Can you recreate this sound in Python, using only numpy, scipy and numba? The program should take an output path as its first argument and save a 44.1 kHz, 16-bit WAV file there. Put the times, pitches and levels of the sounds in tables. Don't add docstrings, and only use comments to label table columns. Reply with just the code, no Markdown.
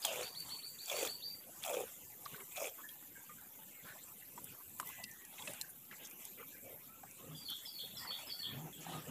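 import sys
import numpy as np
from scipy import signal
from scipy.io import wavfile
from scipy.ndimage import uniform_filter1d, map_coordinates
from numba import njit

SR = 44100
rng = np.random.default_rng(int(sys.argv[2]) if len(sys.argv) > 2 else 0)


def volts_from_decibels(level):
    exponent = np.asarray(level, float) / 20
    return 10 ** exponent


def generate_wav(sig):
    pcm = np.round(np.clip(np.atleast_2d(sig).T, -1, 1) * 32767).astype(np.int16)
    wavfile.write(sys.argv[1], SR, pcm)


N = 401310


def rms_one(x):
    return x / np.sqrt(np.mean(x ** 2) + 1e-20)


def levelled(x, window):
    return x / np.sqrt(uniform_filter1d(x ** 2, size=window) + 1e-12)


def in_time(rows):
    s, value = np.transpose(rows)
    return np.interp(np.arange(N) / SR, s, value)


def gate(s, length, rise, fall, sag_db_per_s=0):
    t = np.arange(N) / SR - s
    fade_db = -20 * np.maximum(t - length, 0) / fall
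    return np.clip(t / rise, 0, 1) ** 2 * volts_from_decibels(fade_db - sag_db_per_s * np.clip(t, 0, length))


def lifts(rows, column):
    t = np.arange(N) / SR
    return sum(row[column] * np.cos(np.pi * np.clip((t - row[0]) / row[1], -.5, .5)) ** 2 for row in rows)


def add(out, s, sound):
    i = max(round(s * SR), 0)
    out[i:i + len(sound)] += sound[:N - i]


def drift(rate_hz):
    r = np.exp(-80 * np.pi * rate_hz / SR)
    slow = signal.lfilter([1], [1, -2 * r, r * r], rng.standard_normal(N // 40 + 2002))[2000:]
    return np.interp(np.arange(N) / 40, np.arange(len(slow)), rms_one(slow))


def grains(per_s, spread_db):
    sizes = volts_from_decibels(spread_db * np.minimum(rng.exponential(1, N), 4)) * rng.choice([-1, 1], N)
    return rms_one(sizes * (rng.random(N) < per_s / SR) + 1e-18)


def resonance(x, hz, width_hz):
    r = np.exp(-np.pi * width_hz / SR)
    return signal.lfilter([(1 - r * r) / 2, 0, (r * r - 1) / 2], [1, -2 * r * np.cos(2 * np.pi * hz / SR), r * r], x)


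@njit
def gliding(x, hz, width_hz, sr):
    out, r = np.zeros(len(x)), np.exp(-np.pi * width_hz / sr)
    for i in range(2, len(x)):
        out[i] = x[i] - x[i - 2] + 2 * r * np.cos(2 * np.pi * hz[i] / sr) * out[i - 1] - r * r * out[i - 2]
    return out


def coloured(x, spectrum, patchy_db, patch_s=.06):
    hz, s, cells = signal.stft(x, SR, nperseg=512)
    place, points = np.log(np.maximum(hz, 10)), np.array(spectrum)
    chance = rng.standard_normal((50, 400))
    rows, steps = np.meshgrid(6 * (place - np.log(10)), s / patch_s, indexing="ij")
    patches = map_coordinates(chance, [rows, steps], order=1, mode="wrap")
    level_db = np.interp(place, np.log(points[:, 0]), points[:, 1])[:, None] + patchy_db * patches
    return rms_one(signal.istft(cells * volts_from_decibels(level_db), SR, nperseg=512)[1][:N])


# start in seconds, level in dB of cavity, wall, spray.
SLUGS = [(0.048, -38, -46, -62), (0.048, -35.5, -41.5, -35.5), (0.064, -61, -53, -52),
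         (0.077, -43, -48, -48), (0.083, -37, -50, -46), (0.111, -38.5, -48, -52), (0.124, -37.5, -53, -45),
         (0.135, -46, -51, -45), (0.156, -47, -44.5, -44), (0.169, -41, -54, -48), (0.191, -37.5, -52, -50),
         (0.208, -35.5, -46.5, -44), (0.227, -44, -47, -44.5), (0.244, -52, -53, -48),
         (0.879, -52, -49, -42), (0.896, -47, -38.5, -45), (0.914, -36, -44, -39), (0.925, -48, -41, -51),
         (0.94, -34.5, -55, -54), (0.964, -41, -45, -41.5), (0.986, -34.5, -47, -40),
         (1.009, -39, -45, -43), (1.026, -30, -43, -40), (1.048, -44, -43, -40), (1.06, -40, -44, -41.5),
         (1.647, -45.5, -47, -40), (1.661, -47, -48, -46), (1.677, -37, -46, -44), (1.694, -33.5, -46, -42),
         (1.707, -35, -54, -47), (1.728, -33.5, -43, -47), (1.74, -33.5, -41.5, -43),
         (1.767, -30.5, -46.5, -48), (1.783, -34, -57, -56), (1.801, -31.5, -56, -45),
         (1.814, -41, -51, -55), (1.833, -37, -56, -64), (2.558, -55, -44.5, -46), (2.569, -44, -43, -45),
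         (2.577, -40, -46.5, -56), (2.599, -40, -44.5, -44), (2.616, -32, -55, -42),
         (2.626, -38.5, -51, -43), (2.643, -39, -51, -48), (2.652, -44, -44.5, -40),
         (2.67, -40.5, -44, -46), (2.689, -53, -55, -47)]


def slugged(stream, column, rise_s, fall_s, stream_db, slug_db):
    power = np.zeros(N)
    t = np.arange(3000) / SR
    swell = (1 - np.exp(-t / rise_s)) * np.exp(-t / fall_s)
    for row in SLUGS:
        add(power, row[0], (volts_from_decibels(row[column] + slug_db) * swell / swell.max()) ** 2)
    return np.sqrt(power + (volts_from_decibels(stream_db) * stream) ** 2)


# plunge start in seconds, length in seconds, plunge level in dB,
# wall and spray level in dB, froth cavity at first in Hz.
JETS = [
    (0.041, 0.19, -47.5, -56, 870),
    (0.894, 0.18, -46.5, -46, 667),
    (1.639, 0.16, -42, -48, 840),
    (2.569, 0.11, -47, -47.5, 695),
]


def froth_cavity(lumps_db):
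    deep_hz, sinks_s = 465, 0.058
    t, hz = np.arange(N) / SR, np.zeros(N)
    stream = np.zeros(N)
    for s, length, db, _, first_hz in JETS:
        now = (t > s - .1) | (hz == 0)
        hz[now] = deep_hz + (first_hz - deep_hz) * np.exp(-np.maximum(t[now] - s, 0) / sinks_s)
        stream += volts_from_decibels(db) * gate(s - .02, length + 0.015, rise=0.046, fall=0.063)
    slugs = grains(450, 2.6) * volts_from_decibels(lumps_db)
    low = gliding(gliding(slugs, hz, 140.0, SR), hz, 250.0, SR)
    overtones = gliding(gliding(slugs, 1.34 * hz, 110.0, SR), 1.524 * hz, 110.0, SR)
    plunge = levelled(rms_one(low) + 0.22 * rms_one(overtones), 500)
    return slugged(stream, 1, rise_s=.003, fall_s=0.0082, stream_db=-4.5, slug_db=-5.5) * plunge


# centre in Hz, width in Hz, level in dB.
PAIL = [(1260, 310, 1), (2465, 410, 10), (3300, 410, 6.5)]


def pail_wall(lumps_db):
    lead_s = 0.023
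    stream = sum(volts_from_decibels(db) * gate(s - lead_s, length + lead_s, rise=0.007, fall=0.058)
                 for s, length, _, db, _ in JETS)
    drops = grains(900, 4.0) * volts_from_decibels(.6 * lumps_db + 2.5 * drift(70))
    wall = np.zeros(N)
    for hz, width_hz, db in PAIL:
        ring = resonance(resonance(drops, hz, width_hz), hz, width_hz * 1.3)
        wall += volts_from_decibels(db) * rms_one(ring) * volts_from_decibels(4.2 * drift(23))
    stream = slugged(stream, 2, rise_s=0.0015, fall_s=0.0078, stream_db=-7, slug_db=-1.5)
    return stream * levelled(wall, 500)


# frequency in Hz, level in dB per Hz.
SPRAY = [(2940, -103), (5000, -12), (7100, -2.5), (10500, -10), (13700, -7.5), (15200, -5), (16000, -24)]


def spray(lumps_db):
    lead_s = .05
    stream = sum(volts_from_decibels(db) * gate(s - lead_s, length + lead_s, rise=.05, fall=.04, sag_db_per_s=21)
                 for s, length, _, db, _ in JETS)
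    drops = grains(7000, 5.3) * volts_from_decibels(0.26 * lumps_db + 1.2 * drift(19))
    hiss = levelled(coloured(drops, SPRAY, patchy_db=4.0, patch_s=.015), 900)
    return slugged(volts_from_decibels(0.5) * stream, 3, rise_s=.002, fall_s=0.0087, stream_db=-3.5, slug_db=-1.5) * hiss


def jets():
    lumps_db = 1.5 * drift(40)
    return froth_cavity(lumps_db) + pail_wall(lumps_db) + spray(lumps_db)


def whistle(hz, db, edge, rough):
    shake = rng.standard_normal((2, 9000))
    shake = [rms_one(uniform_filter1d(uniform_filter1d(v, size=90), size=90))[:len(hz)] for v in shake]
    phase = 2 * np.pi * np.cumsum(hz * (1 + 0.017 * rough * shake[0])) / SR
    tone = np.sin(phase) * (1 + rough * shake[1])
    return np.sqrt(2) * volts_from_decibels(db) * signal.windows.tukey(len(hz), np.clip(edge, 0, 1)) * tone


# start in seconds, start in Hz, top in Hz, level in dB.
RISES = [(0.215, 3600, 4640, -50), (.347, 3450, 4575, -49.5), (0.489, 3300, 4510, -50),
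         (0.62, 3350, 4610, -50), (.783, 3650, 4610, -51), (.945, 4600, 4634, -49),
         (1.073, 3550, 4610, -47.5), (1.221, 3800, 4705, -46)]


def rising_bird():
    out, t = np.zeros(N), np.arange(round(.064 * SR)) / SR
    for s, start_hz, top_hz, db in RISES:
        leap_hz = (start_hz - top_hz) * np.exp(-np.maximum(t - .004, 0) / 0.0062)
        creep_hz = -255 * np.exp(-t / 0.0188)
        loudness = 1 - .45 * np.exp(-(t / .016) ** 2)
        add(out, s, loudness * whistle(top_hz + leap_hz + creep_hz, db, edge=0.063, rough=0.21))
    return out


def sliding_notes(rows):
    out = np.zeros(N)
    for s, length, start_hz, end_hz, db in rows:
        along = np.linspace(0, 1, round(length * SR))
        track = start_hz + (end_hz - start_hz) * (1 - (1 - along) ** 1.9)
        add(out, s, whistle(track, db, edge=0.13, rough=0.48))
    return out


# start in
# seconds, length in seconds, start in Hz, end in Hz, level in dB.
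NOTES = [(0.023, 0.081, 5200, 2680, -49.5), (7.35, 0.085, 4900, 4700, -61), (7.444, 0.051, 4640, 4220, -54),
         (7.515, .012, 5900, 5470, -60), (7.649, 0.049, 5570, 4600, -54.5), (7.66, .02, 4330, 3900, -59),
         (7.738, 0.076, 4530, 4300, -53.5), (7.949, 0.028, 4120, 3980, -62),
         (7.965, 0.052, 5740, 4500, -54), (8.07, 0.046, 4440, 4430, -50.5),
         (8.269, 0.033, 5150, 5040, -54.5), (8.30, 0.028, 4760, 4410, -48.5),
         (8.389, 0.047, 4560, 4310, -50.5), (8.727, 0.021, 3480, 3250, -58.5)]
# start in seconds, pitch in Hz, level in dB.
TRILLS = [
    (7.484, 3380, -42.5),
    (7.788, 3424, -41.5),
    (8.104, 3400, -41.5),
    (8.429, 3337, -41),
]


def singing_bird():
    out = sliding_notes(NOTES)
    t = np.arange(round(0.0518 * SR)) / SR
    turn = t * 88.6 % 1
    pulse = np.sin(np.pi * np.minimum(turn / 0.7, 1))
    for s, hz, db in TRILLS:
        out += sliding_notes([(s - .136, 0.0164, 3490, 3320, db - 10)])
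        track = hz * (.93 + (0.1333 + 2.5 * t) * (1 - np.minimum(turn / 0.595, 1)))
        add(out, s, whistle(track, db, edge=0.18, rough=0.36) * pulse)
    return out


# start in seconds, length in seconds, start in Hz, end in Hz, level in dB.
CLUCKS = [(2.835, 0.013, 1660, 1770, -55), (3.155, 0.021, 1660, 1570, -58.5),
          (3.16, 0.018, 2190, 2203, -62.5), (3.71, 0.08, 2163, 2170, -68.5), (3.90, 0.028, 1674, 1760, -65),
          (4.85, 0.072, 1976, 2046, -64), (4.92, 0.027, 1670, 1636, -60.5),
          (4.934, 0.11, 1996, 1986, -65.5), (5.06, 0.041, 1947, 1906, -61.5),
          (5.082, 0.17, 1740, 1912, -69), (5.62, 0.0296, 1820, 1560, -61.5),
          (5.955, 0.099, 1630, 1610, -71), (6.373, 0.071, 2370, 2350, -65),
          (6.522, 0.038, 1690, 1580, -64.5), (6.54, 0.163, 2400, 2293, -70),
          (6.876, 0.071, 1266, 1340, -68), (8.00, 0.072, 1832, 1984, -59), (8.40, 0.013, 1790, 1810, -64),
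          (8.47, 0.084, 1824, 1775, -69)]


def far_fowl():
    return sliding_notes(CLUCKS)


# delay in seconds, level in dB.
ECHOES = [(0.057, -7), (0.113, -18)]


def birds():
    riser, others = rising_bird(), singing_bird() + far_fowl()
    heard, scattered = riser + others, 0.88 * resonance(riser, 4600, 1100) + others
    wall = rng.standard_normal(3000) * volts_from_decibels(-60 * np.arange(3000) / SR / 0.066)
    smeared = signal.fftconvolve(riser, wall / np.linalg.norm(wall))[:N]
    for lag_s, db in ECHOES:
        add(heard, lag_s, volts_from_decibels(db) * (smeared + 0.65 * riser))
    t = np.arange(SR // 2) / SR
    trees = rng.standard_normal(len(t)) * volts_from_decibels(-60 * t / 0.36) * (t > .003)
    return heard + volts_from_decibels(1) * signal.fftconvolve(scattered, trees / np.linalg.norm(trees))[:N]


# start in seconds, peak in dB, ring in Hz, T60 in seconds.
KNOCKS = [(0.049, -26, 3250, 0.035), (0.898, -34, 3490, 0.023), (1.072, -32, 3420, 0.035),
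          (1.638, -31, 3470, 0.017), (2.26, -36.5, 1155, 0.036), (2.345, -42.5, 1500, 0.04),
          (2.559, -42, 2260, .03), (2.643, -36, 2310, .02), (2.89, -44.5, 3280, 0.052),
          (3.294, -45.5, 1214, 0.14), (3.588, -54, 881, 0.12), (4.224, -49, 2000, 0.029),
          (4.378, -41, 973, 0.053), (4.799, -36, 1016, 0.064), (4.799, -29.5, 1210, 0.02),
          (4.829, -40.5, 1105, 0.022), (5.039, -40, 2700, 0.041), (5.423, -38.5, 3400, 0.025),
          (5.475, -32.5, 2620, 0.034), (5.613, -29.5, 4130, 0.016), (5.912, -43, 1700, 0.041),
          (5.912, -47, 3130, .02), (5.924, -45, 2760, 0.02), (5.928, -41, 1330, 0.023),
          (7.034, -43.5, 794, 0.058), (8.848, -45.5, 1280, 0.047), (8.866, -39, 780, 0.024),
          (8.93, -43, 1240, 0.32)]


def knocks():
    out, t = np.zeros(N), np.arange(8000) / SR
    for s, db, hz, t60_s in KNOCKS:
        rough = rms_one(resonance(rng.standard_normal(len(t)), hz, .5 * hz))
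        fade = volts_from_decibels(-60 * t / t60_s) * np.minimum(t * hz / 3, 1) ** 2
        ring = fade * (np.sin(2 * np.pi * hz * t) + .5 * rough)
        add(out, s - 2 / hz, volts_from_decibels(db + 0.5) * ring / np.abs(ring).max())
    return out


# start in seconds, peak in dB, centre in Hz.
SNAPS = [(.019, -29, 10500), (.0405, -25, 11000), (.0523, -17, 7850), (0.052, -25, 13000),
         (.0645, -28, 11500), (.404, -25.5, 9100), (.494, -30, 8300), (.8589, -28.5, 7070),
         (1.0754, -29, 9000), (1.632, -30, 7500), (2.8883, -35, 12900), (3.413, -32.5, 12300),
         (3.714, -44, 7000), (4.443, -22.5, 14200), (4.6957, -35, 13300), (4.7646, -31, 13400),
         (4.788, -33, 13000), (4.7998, -24.5, 9530), (4.8114, -31, 13400), (4.8604, -34, 13400),
         (4.8736, -28.5, 13400), (4.89, -29.5, 13200), (5.04, -26.5, 6450), (5.114, -30.5, 7300),
         (5.251, -32, 6690), (5.5353, -27.5, 9900), (5.6127, -23.5, 7300), (5.619, -26, 8000),
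         (5.702, -36, 10100), (6.052, -33, 13400), (6.072, -33, 6500), (6.099, -35, 7000),
         (6.111, -35, 7000), (6.2524, -25, 10100), (7.1114, -35, 7400), (7.5018, -26.5, 12500)]


def snaps():
    out, t = np.zeros(N), np.arange(8000) / SR
    bright = signal.butter(3, [5500, 15500], "band", fs=SR, output="sos")
    fade = volts_from_decibels(-60 * t / .006) + .15 * volts_from_decibels(-60 * t / .03)
    for s, db, hz in SNAPS:
        noise = signal.sosfilt(bright, rng.standard_normal(len(t)))
        snap = fade * rms_one(resonance(noise, hz, .7 * hz))
        add(out, s, volts_from_decibels(db - 3.3) * snap / np.abs(snap).max())
    return out


# start in seconds, length in seconds, centre in Hz, level in dB.
SCUFFS = [(0.416, 0.25, 970, -60.5), (0.492, 0.082, 3200, -58), (1.463, .049, 586, -56.5),
          (2.254, .0087, 4420, -49.5), (2.335, 0.12, 400, -59.5), (2.356, 0.014, 3530, -61),
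          (2.368, 0.066, 1100, -59.5), (2.51, 0.048, 2400, -60), (2.567, 0.011, 3570, -50),
          (2.773, .053, 1140, -57), (2.4, .014, 2300, -54), (3.36, 0.13, 1480, -64.5),
          (3.837, .11, 1500, -57), (4.06, 0.083, 1100, -64.5), (4.593, 0.034, 1040, -62),
          (4.78, .04, 12000, -55), (4.85, 0.052, 13800, -50), (4.86, 0.18, 2570, -59.5),
          (4.884, .03, 940, -59), (4.973, 0.06, 735, -57), (5.034, .017, 4660, -50),
          (5.373, 0.032, 2370, -52.5), (5.42, .12, 9000, -55), (5.464, 0.054, 560, -54.5),
          (5.685, .03, 10000, -53), (5.904, 0.055, 2040, -57), (6.045, 0.022, 6500, -51.5),
          (6.36, 0.072, 450, -58.5), (6.372, 0.054, 2170, -59), (6.389, .056, 1200, -58),
          (6.621, .17, 543, -56.5), (7.174, 0.084, 1030, -63.5), (7.212, .094, 466, -58.5),
          (7.49, 0.053, 1310, -60), (7.825, 0.04, 460, -58.5), (7.988, 0.14, 944, -57.5),
          (8.043, 0.028, 1340, -55), (8.101, .03, 1290, -55.5), (8.153, 0.16, 606, -65),
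          (8.552, 0.22, 775, -57.5), (8.80, 0.056, 6700, -55), (8.858, .14, 810, -53),
          (9.062, 0.035, 504, -54)]


def scuffs():
    out = np.zeros(N)
    for s, length, hz, db in SCUFFS:
        noise = rng.standard_normal(8000)
        band = rms_one(resonance(resonance(noise, hz, 0.3 * hz), hz, .5 * hz))[-round(length * SR):]
        add(out, s, volts_from_decibels(db) * band * signal.windows.tukey(len(band), .5))
    return out


# frequency in Hz, level in dB per Hz.
RUMBLE = [(15, -67), (25, 3), (70, -9), (152, -3), (203, -15), (284, -5), (409, -16), (500, -10.5),
          (650, -27), (1100, -120)]
# centre in Hz, width in Hz, level in dB.
HOLLOW = [(158.5, 9.6, 0.5), (256, 62, -4), (1240, 18, -19.5)]
# time in seconds, share of rest pitch.
GRIP = [(0, 0.95), (8.46, 0.98), (8.51, 0.75), (8.58, 0.9), (8.64, 1.01), (8.75, 1.05), (9.1, 0.96)]
# middle in seconds, length in seconds, rumble lift in dB.
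RUBS = [(.17, 0.18, 2), (.48, 0.26, 6), (1.06, 0.098, 5), (1.29, 0.15, 1.5), (2.34, 0.052, 15.5),
        (3.85, 0.038, 11), (4.41, 0.4, 5), (4.84, 0.26, 2.5), (5.47, 0.21, 7.5), (6.03, 0.14, 3.5),
        (6.6, 0.82, 2.5), (7.02, 0.18, 3), (7.33, 0.38, 11.5), (8.03, 0.48, 3.5), (8.31, 0.22, 3.5),
        (8.57, 0.38, 15.5), (8.69, 0.13, 9), (8.8, 0.13, 9.5), (8.95, 0.39, 15.5), (9.1, 0.079, 17.5)]


def rumble():
    level_db = -67.5 + lifts(RUBS, column=2)
    ringing = np.clip((level_db + 61.5) / 6, 0, 1)
    white, grip = rng.standard_normal(N), in_time(GRIP)
    hollow = rms_one(sum(volts_from_decibels(db) * rms_one(gliding(white, hz * grip, float(width_hz), SR))
                         for hz, width_hz, db in HOLLOW))
    low_cut = signal.butter(2, 75, "high", fs=SR, output="sos")
    ground = rms_one(signal.sosfilt(low_cut, coloured(rng.standard_normal(N), RUMBLE, patchy_db=3.0)))
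    return volts_from_decibels(level_db) * ((1 - 0.89 * ringing) * ground + 1.17 * ringing * hollow)


# frequency in Hz, level in dB per Hz.
RUSTLE = [(200, -26), (350, -5.5), (800, 1.5), (1500, -3.5), (2600, 0), (3600, -1.5), (4600, -10.5),
          (6500, -12)]
# middle in seconds, length in seconds, rustle and leaves lift in dB.
STIRS = [(.15, 0.57, 13.5, 6.5), (.48, 0.42, 4, 3.5), (1.0, 0.42, 14, 9.5), (1.75, 0.6, 5.5, 5),
         (2.23, 0.17, 1.5, 2.5), (2.34, 0.32, 5, 1.5), (3.9, 0.33, 6.5, 4.5), (4.45, 0.4, 2.5, 2),
         (4.88, 0.26, 4, 2), (5.48, 0.49, 9, 4), (5.78, 0.26, -2, -0.5), (6.04, 0.29, 4.5, 0.5),
         (6.24, 0.18, 4, 6), (6.56, 0.13, 0.5, 0), (7.17, 0.42, 0.5, 2.5), (7.65, 1, 1, 3),
         (8.19, 0.75, 6, 1.5), (8.4, 0.086, 2.5, 1.5), (8.53, 0.17, 5, -3), (8.94, 0.46, 10.5, 2.5)]


def rustle():
    level_db = -66 + lifts(STIRS, column=2)
    return volts_from_decibels(level_db + 2.0) * coloured(grains(3000, 0.87), RUSTLE, patchy_db=4.5, patch_s=.03)


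# frequency in Hz, level in dB per Hz.
LEAVES = [(2650, -16), (4500, -10.5), (5300, -8.5), (5590, -4.5), (7460, 6.5), (9020, -1), (11000, 1),
          (14300, -31), (22000, -120)]


def leaves(swell_db):
    level_db = -62 + 0.35 * swell_db + lifts(STIRS, column=3)
    return volts_from_decibels(level_db) * coloured(grains(9000, 3.14), LEAVES, patchy_db=3.0, patch_s=.04)


# frequency in Hz, level in dB per Hz.
INSECTS = [(8500, -35), (10000, -10.5), (11300, -1), (11900, -2), (12250, -7), (12700, -1.5), (13300, 0.5),
           (13900, 3), (15200, -10.5), (15900, -22)]
# start in seconds, length in seconds, level in dB.
BOUTS = [
    (0, 0.14, -2),
    (1.05, 1.95, -11.5),
    (3.9, 1.1, -8),
    (5.847, 0.95, -6),
    (7.55, 1.03, -11.5),
]


def insects(swell_db):
    hiss = coloured(rng.standard_normal(N), INSECTS, patchy_db=1.0, patch_s=0.298) * volts_from_decibels(1.5 * drift(200))
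    bouts = sum(volts_from_decibels(db) * gate(s, length, rise=0.17, fall=0.13) for s, length, db in BOUTS)
    single = rms_one(resonance(rng.standard_normal(N), 13230, 220)) * (0.23 + bouts)
    return volts_from_decibels(-57.5 + 0.14 * swell_db) * (hiss + single)


# time in seconds, level in dB.
CHORUS = [(0.0, -54), (0.25, -61), (0.76, -51.5), (1.01, -57), (2.89, -56.5), (3.75, -65.5), (4.56, -59),
          (5.37, -61), (6.36, -63.5), (7.22, -65.5), (8.06, -58.5), (9.1, -62)]


def yard():
    chorus_db = in_time(CHORUS)
    swell_db = chorus_db - chorus_db.mean()
    return rumble() + rustle() + leaves(swell_db) + insects(swell_db)


def scene():
    return np.tile(jets() + birds() + knocks() + snaps() + scuffs() + volts_from_decibels(3.5) * yard(), (2, 1))


def denoise(x, strength, least_db):
    cells = signal.stft(x, SR, nperseg=1024, noverlap=768)[2]
    size = uniform_filter1d(np.abs(cells), size=2, axis=1) + 1e-12
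    steady = uniform_filter1d(np.median(size, axis=1), size=9)[:, None]
    gain = np.maximum(1 - strength * steady / size, volts_from_decibels(least_db))
    return signal.istft(cells * gain, SR, nperseg=1024, noverlap=768)[1][:N]


def roll_off(x):
    return signal.sosfilt(signal.butter(12, 16630, fs=SR, output="sos"), x)


def record(dry):
    top_cut = signal.cheby2(16, 40, 15650, fs=SR, output="sos")
    mono = signal.sosfilt(top_cut, denoise(dry[0], strength=0.53, least_db=-7.5))
    mix = np.tile(mono - 1e-4, (2, 1))
    return roll_off(mix)


dry = scene()
out = record(dry)
generate_wav(out)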